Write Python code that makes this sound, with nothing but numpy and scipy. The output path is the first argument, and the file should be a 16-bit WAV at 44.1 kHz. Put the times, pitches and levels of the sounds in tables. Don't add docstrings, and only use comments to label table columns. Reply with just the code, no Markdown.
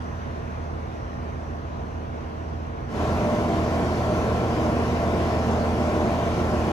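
import sys
import numpy as np
from scipy import signal
from scipy.fft import rfft, irfft, next_fast_len
from scipy.io import wavfile
from scipy.ndimage import uniform_filter1d, map_coordinates

SR = 44100
rng = np.random.default_rng(int(sys.argv[2]) if len(sys.argv) > 2 else 0)


def to_wav(s):
    ch = np.atleast_2d(s).T
    pcm = np.round(np.clip(ch, -1, 1) * 32767)
    wavfile.write(sys.argv[1], SR, pcm.astype(np.int16))


N = 296352

CYCLE_HZ = 6.675
FIRINGS = 12
BLADE_HZ = 225.1


def amp(db):
    return 10 ** (np.asarray(db) / 20)


def unit(x):
    return x / np.sqrt(np.mean(x ** 2) + 1e-20)


def along(points, hz):
    f, value = np.transpose(points)
    return np.interp(np.log(hz + 1), np.log(f + 1), value)


def wobble(rate):
    coarse = np.arange(0, N + 64, 64)
    knots = rng.standard_normal(int(N * rate / SR) + 4)
    curve = map_coordinates(knots, [coarse * rate / SR])
    return np.interp(np.arange(N), coarse, curve)


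def swell(rows):
    s, db = np.transpose(rows)
    return np.interp(np.arange(N) / SR, s, db - db.mean())


def filtered(x, response):
    m = next_fast_len(N + SR // 4)
    spectrum = rfft(x, m) * response(np.fft.rfftfreq(m, 1 / SR))
    return irfft(spectrum, m)[..., :N]


def turns(hz, drift):
    speed = hz * (1 + drift * wobble(3))
    return np.cumsum(speed) / SR


def lines(turn, orders, levels_db, waver_db, smear, swells=None):
    out = np.zeros(N)
    for order, db in zip(np.round(orders), levels_db):
        phase = 2 * np.pi * (order * turn + rng.random()) + smear * wobble(6)
        change_db = (swells or {}).get(order, waver_db * wobble(3.88))
        out += amp(db + change_db) * np.sqrt(2) * np.sin(phase)
    return out


def clatter(cycle, repeat):
    size = round(SR / CYCLE_HZ)
    spectrum = np.exp(2j * np.pi * rng.random((2, size // 2 + 1)))
    one_cycle = unit(irfft(spectrum, size))
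    pattern = one_cycle[:, (cycle * size).astype(int) % size]
    repeat = np.clip(repeat, 0, 1)
    fresh = rng.standard_normal((2, N))
    return np.sqrt(repeat) * pattern + np.sqrt(1 - repeat) * fresh


def spread(pair, gain, alike):
    def shares(hz):
        angle = np.arccos(np.clip(along(alike, hz), -.995, .995)) / 2
        return gain(hz) * np.array([np.cos(angle), np.sin(angle)])

    mid, side = filtered(pair, shares)
    return unit(np.array([mid + side, mid - side]))


def microphones(pair, balance, lead):
    side = np.array([[.5], [-.5]])
    return filtered(pair, lambda hz: amp(side * along(balance, hz)) * np.exp(1j * side * along(lead, hz)))


def patchy(pair, depth_db):
    spectrum = signal.stft(pair, nperseg=512)[2]
    field = rng.standard_normal(spectrum.shape[1:])
    field = uniform_filter1d(field, size=4, axis=0)
    field = uniform_filter1d(field, size=16, axis=1)
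    return signal.istft(spectrum * amp(depth_db * unit(field)), nperseg=512)[1][:, :N]


# rate [per s], lowest f/Hz, highest f/Hz, typical length t/s,
# level/dB at the lowest, change of level [dB per octave]
STREAK_SETTINGS = (19.5, 750, 2400, 0.1, -42.5, -10.5)


def streaks():
    per_s, low_hz, high_hz, length_s, db, tilt_db = STREAK_SETTINGS
    when, pitch, life = rng.random((int(per_s * N / SR), 3)).T
    hz = low_hz * (high_hz / low_hz) ** pitch
    level_db = db + tilt_db * np.log2(hz / low_hz)
    return list(zip(when * N / SR, length_s * (.5 + life), hz, level_db))


# middle t/s, length t/s, f/Hz, level/dB at the top
CLEAR_TONES = [(1.1, 1.5, 543, -51.5), (3.3, .4, 600, -32), (3.43, .25, 624, -36.5), (3.62, .22, 610, -39),
               (4.12, 0.28, 622, -32.5), (4.3, 0.37, 613, -35), (5.34, .18, 623, -34),
               (5.56, 0.3, 620, -34), (5.96, 0.45, 602, -34.5), (6.25, .2, 622, -41)]


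def brief_tones(extra=()):
    t = np.arange(N) / SR
    out, waver = np.zeros(N), .6 * wobble(9)
    for middle_s, length_s, hz, db in list(CLEAR_TONES) + list(extra):
        on = np.abs(t - middle_s) < length_s / 2
        arch = np.cos(np.pi * (t[on] - middle_s) / length_s)
        phase = 2 * np.pi * (hz * t[on] + rng.random()) + waver[on]
        out[on] += amp(db) * arch * np.sqrt(2) * np.sin(phase)
    return out


# f/Hz, level/dB
LOOSE_HUM = (318.2, -40)


def side_hum():
    hz, db = LOOSE_HUM
    return lines(turns(hz, drift=0.0021), [1], [db], waver_db=3.0, smear=0.56)


# multiple of the blade rate, far level/dB, near level/dB
FAN_LINES = [(1, -56.5, -38.5), (2, -49, -39.5), (3, -49, -39.5), (5, -78, -61), (6, -80, -49)]


def cooling_fan(blades, near, waver_db, smear, swells=None):
    multiples, far_db, near_db = np.transpose(FAN_LINES)
    return lines(blades, multiples, near_db if near else far_db, waver_db, smear, swells)


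# f/Hz, width [Hz], level/dB
HOUSING_RINGS = [(598.6, 22, -40.5), (619.7, 17, -38.5), (709, 28, -47), (766, 18, -45), (1027, 30, -48.5),
                 (1560, 11, -59), (1815, 16, -55.5), (2042, 18, -58)]


def housing(cycle, alike):
    out = np.zeros((2, N))
    for hz, width, db in HOUSING_RINGS:
        mode = lambda f: 1 / (1 + (2 * (f - hz) / width) ** 4)
        out += amp(db) * spread(clatter(cycle, repeat=0.087), mode, alike)
    return out


def machinery(cycle, body_db, hiss_db, colour, alike, repeat, knock):
    low = lambda hz: 1 / np.sqrt(1 + (hz / 1500) ** 12)
    body_gain = lambda hz: amp(along(colour, hz)) * low(hz)
    hiss_gain = lambda hz: amp(along(colour, hz)) * np.sqrt(1 - low(hz) ** 2)
    firing = 1 + knock * np.cos(2 * np.pi * FIRINGS * cycle)
    body = spread(clatter(cycle, repeat) * firing, body_gain, alike)
    hiss = patchy(spread(clatter(cycle, repeat=0.2), hiss_gain, alike), depth_db=1.6)
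    body_level = amp(body_db + 0.43 * wobble(16))
    hiss_level = amp(hiss_db + 0.27 * wobble(22))
    return body_level * body + hiss_level * hiss


SETTLE_DB, SETTLE_S, SETTLE_HZ = 3, 0.93, 850


def settling(x):
    upper = filtered(x, lambda hz: 1 - 1 / (1 + (hz / SETTLE_HZ) ** 4))
    extra_db = SETTLE_DB * np.exp(-np.arange(N) / SR / SETTLE_S)
    return x + (amp(extra_db) - 1) * upper


# f/Hz, relative level/dB
RUMBLE_COLOUR = [(20, -25), (31, -16), (42, -5), (55, 9.5), (80, 2.5), (110, 1), (160, -15), (250, -14),
                 (500, -74)]


def rumble(cycle, alike, throb):
    lope = 1 + throb * np.cos(2 * np.pi * cycle)
    noise = spread(clatter(cycle, repeat=0.5), lambda hz: amp(along(RUMBLE_COLOUR, hz)), alike)
    return unit(lope) * noise


HIGH_ORDERS = [126, 144, 150, 156, 162, 198, 252, 270, 288, 306, 342, 360]
HIGH_LEVELS = [-50.5, -46.5, -53, -52, -55, -55, -62, -58, -59, -62, -60, -59]


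def exhaust_buzz(cycle):
    return lines(cycle, HIGH_ORDERS, HIGH_LEVELS, waver_db=3.0, smear=0.83)


EXHAUST_ORDERS = [6, 7, 9, 10, 12, 13, 15, 17, 18, 21, 26, 30, 33, 35, 36, 48, 54, 72]


def exhaust_hum(cycle, levels_db, waver_db, smear, swells=None):
    return lines(cycle, EXHAUST_ORDERS, levels_db, waver_db, smear, swells)


FAR_HUM_LEVELS = [-48, -54, -61, -57, -37, -58, -59, -51, -46, -53, -55.5, -53, -64, -59, -45.5, -52, -57,
                  -67]
# f/Hz, relative level/dB
FAR_MACHINE_COLOUR = [(70, -26), (135, -1), (200, -6.5), (300, -6), (420, -6.5), (510, -8.5), (700, -7),
                      (870, -11), (1050, -9.5), (1250, -14), (1600, -14), (1900, -15), (2250, -19.5),
                      (2900, -22.5), (3800, -28.5), (4900, -30.5), (6000, -28.5), (7500, -42.5),
                      (10000, -44.5), (12000, -53), (14000, -45), (15000, -52)]
# f/Hz, coherence [1 is the same on both sides]
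FAR_LIKENESS = [(60, 0.91), (170, 1), (250, 0.63), (290, 0.35), (450, 0.66), (700, 0.78), (950, 0.27),
                (1200, 0.65), (1650, 0.63), (2050, 0.18), (2550, 0.75), (3400, .15), (4800, .38),
                (8000, 0.16)]
# f/Hz, level/dB
FAR_SIDES = [(60, -1.5), (110, -4), (240, -5.5), (450, -1.5), (570, 1.5), (900, -1), (1250, 1.5),
             (1750, -1.8), (4000, -0.5), (8000, 0)]
# f/Hz, phase [radians]
FAR_PHASE_LEAD = [(70, 0), (200, 0.54), (330, 1.27), (500, 1.6), (800, 2), (1000, 3), (1700, 2.9),
                  (2350, 0), (3200, 1.3), (3800, -1), (5000, 2.5), (6300, 7)]


def far_spot(cycle, blades):
    hum = exhaust_hum(cycle, FAR_HUM_LEVELS, waver_db=1.2, smear=0.12)
    fan = cooling_fan(blades, near=False, waver_db=1.5, smear=0.48)
    throb = amp(-41.5) * rumble(cycle, FAR_LIKENESS, throb=0.092)
    works = settling(machinery(cycle, body_db=-36.5, hiss_db=-51.5, colour=FAR_MACHINE_COLOUR,
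                               alike=FAR_LIKENESS, repeat=0.33, knock=0.037))
    pair = hum + fan + throb + works + brief_tones()
    return microphones(pair, FAR_SIDES, FAR_PHASE_LEAD)


NEAR_HUM_LEVELS = [-47, -47.5, -45, -47, -32.5, -43, -39, -49, -34, -50, -45, -43.5, -48.5, -46.5, -34,
                   -40.5, -41, -42.5]
# t/s, level/dB
SWELL_12 = [(3.1, -28), (3.35, -37.5), (3.6, -30), (4.5, -31.5), (5, -29), (5.5, -28), (6.1, -31),
            (6.6, -29)]
SWELL_36 = [(3.05, -35), (3.35, -28), (3.65, -32.5), (4.05, -36), (4.4, -34), (4.75, -28.5), (5.2, -32),
            (5.75, -29.5), (6.3, -32.5), (6.7, -32.5)]
SWELL_54 = [(3.05, -47), (3.45, -43), (3.72, -38), (4.05, -39), (4.5, -42), (4.95, -47), (5.25, -32),
            (5.55, -55), (5.85, -38), (6.05, -33), (6.2, -46), (6.35, -37), (6.7, -35)]
SWELL_72 = [(3.05, -48), (3.8, -38), (4.5, -38), (4.9, -37.5), (5.2, -45), (5.6, -37.5), (6.05, -47),
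            (6.25, -40), (6.7, -47)]
# t/s, level/dB
FAN_SWELL_3 = [(3, -48), (3.3, -37), (3.55, -32), (3.85, -36.5), (4.15, -37.5), (4.6, -40), (5, -33.5),
               (5.45, -36.5), (5.9, -37.5), (6.2, -30), (6.45, -47), (6.7, -43)]
FAN_SWELL_6 = [(3.2, -47.5), (3.5, -53), (3.85, -53), (4.05, -46), (4.5, -46.5), (4.9, -62), (5.4, -48),
               (6, -56), (6.6, -46.5)]
# f/Hz, relative level/dB
NEAR_MACHINE_COLOUR = [(70, -22), (135, -3.5), (200, -1), (270, -3.5), (420, -3.5), (520, -5.5),
                       (655, -5.5), (720, -4), (870, -11), (1080, -8.5), (1250, -17), (1500, -15),
                       (1900, -20), (2800, -23.5), (3900, -30), (5000, -30), (6100, -31.5), (8400, -42.5),
                       (10200, -40.5), (12000, -49), (15000, -46)]
# f/Hz, coherence [1 is the same on both sides]
NEAR_LIKENESS = [(60, 0.97), (300, 0.99), (650, 0.94), (800, 0.89), (1050, 0.59), (1400, 0.63),
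                 (1800, 0.14), (2600, 0.17), (3200, 0.081), (3900, 0.4), (5200, 0.061), (6200, 0.45),
                 (8000, 0.1)]
# f/Hz, level/dB
NEAR_SIDES = [(60, -1.8), (160, -2.5), (245, -3), (310, 0), (550, -0.5), (780, 2.5), (1600, 0), (2400, 0.5),
              (3400, 3.5), (4500, -0.5), (5600, 1), (7000, -5), (9500, 0)]
# f/Hz, phase [radians]
NEAR_PHASE_LEAD = [(90, 0), (170, 0.16), (280, .5), (480, 0.54), (620, 0.66), (850, 0.77), (1300, 1.02),
                   (1750, 3), (2400, 1.84), (3000, 2.5), (3600, 0.6), (6500, 0)]


def near_spot(cycle, blades):
    hum_swells = {12: swell(SWELL_12), 36: swell(SWELL_36), 54: swell(SWELL_54), 72: swell(SWELL_72)}
    fan_swells = {3: swell(FAN_SWELL_3), 6: swell(FAN_SWELL_6)}
    hum = exhaust_hum(cycle, NEAR_HUM_LEVELS, waver_db=0.7, smear=0.24, swells=hum_swells)
    fan = cooling_fan(blades, near=True, waver_db=2.5, smear=0.56, swells=fan_swells)
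    throb = amp(-38.0) * rumble(cycle, NEAR_LIKENESS, throb=0.21)
    works = machinery(cycle, body_db=-26.5, hiss_db=-40, colour=NEAR_MACHINE_COLOUR,
                      alike=NEAR_LIKENESS, repeat=0.36, knock=0.018)
    ringing = housing(cycle, NEAR_LIKENESS)
    tones = side_hum() + brief_tones(streaks())
    pair = hum + exhaust_buzz(cycle) + fan + throb + works + ringing + tones
    return microphones(pair, NEAR_SIDES, NEAR_PHASE_LEAD)


# start t/s, end t/s
CROSS_FADE = (2.87, 3.02)


def scene():
    cycle = turns(CYCLE_HZ, drift=.001)
    blades = turns(BLADE_HZ, drift=0.0013)
    near = np.interp(np.arange(N) / SR, CROSS_FADE, [0, 1])
    far = np.sqrt(1 - near ** 2)
    return far * far_spot(cycle, blades) + near * near_spot(cycle, blades)


TOP_HZ = 15250


def record(dry):
    ease = signal.windows.tukey(N, .001)
    return filtered(dry * ease, lambda hz: hz < TOP_HZ)


dry = scene()
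out = record(dry)
to_wav(out)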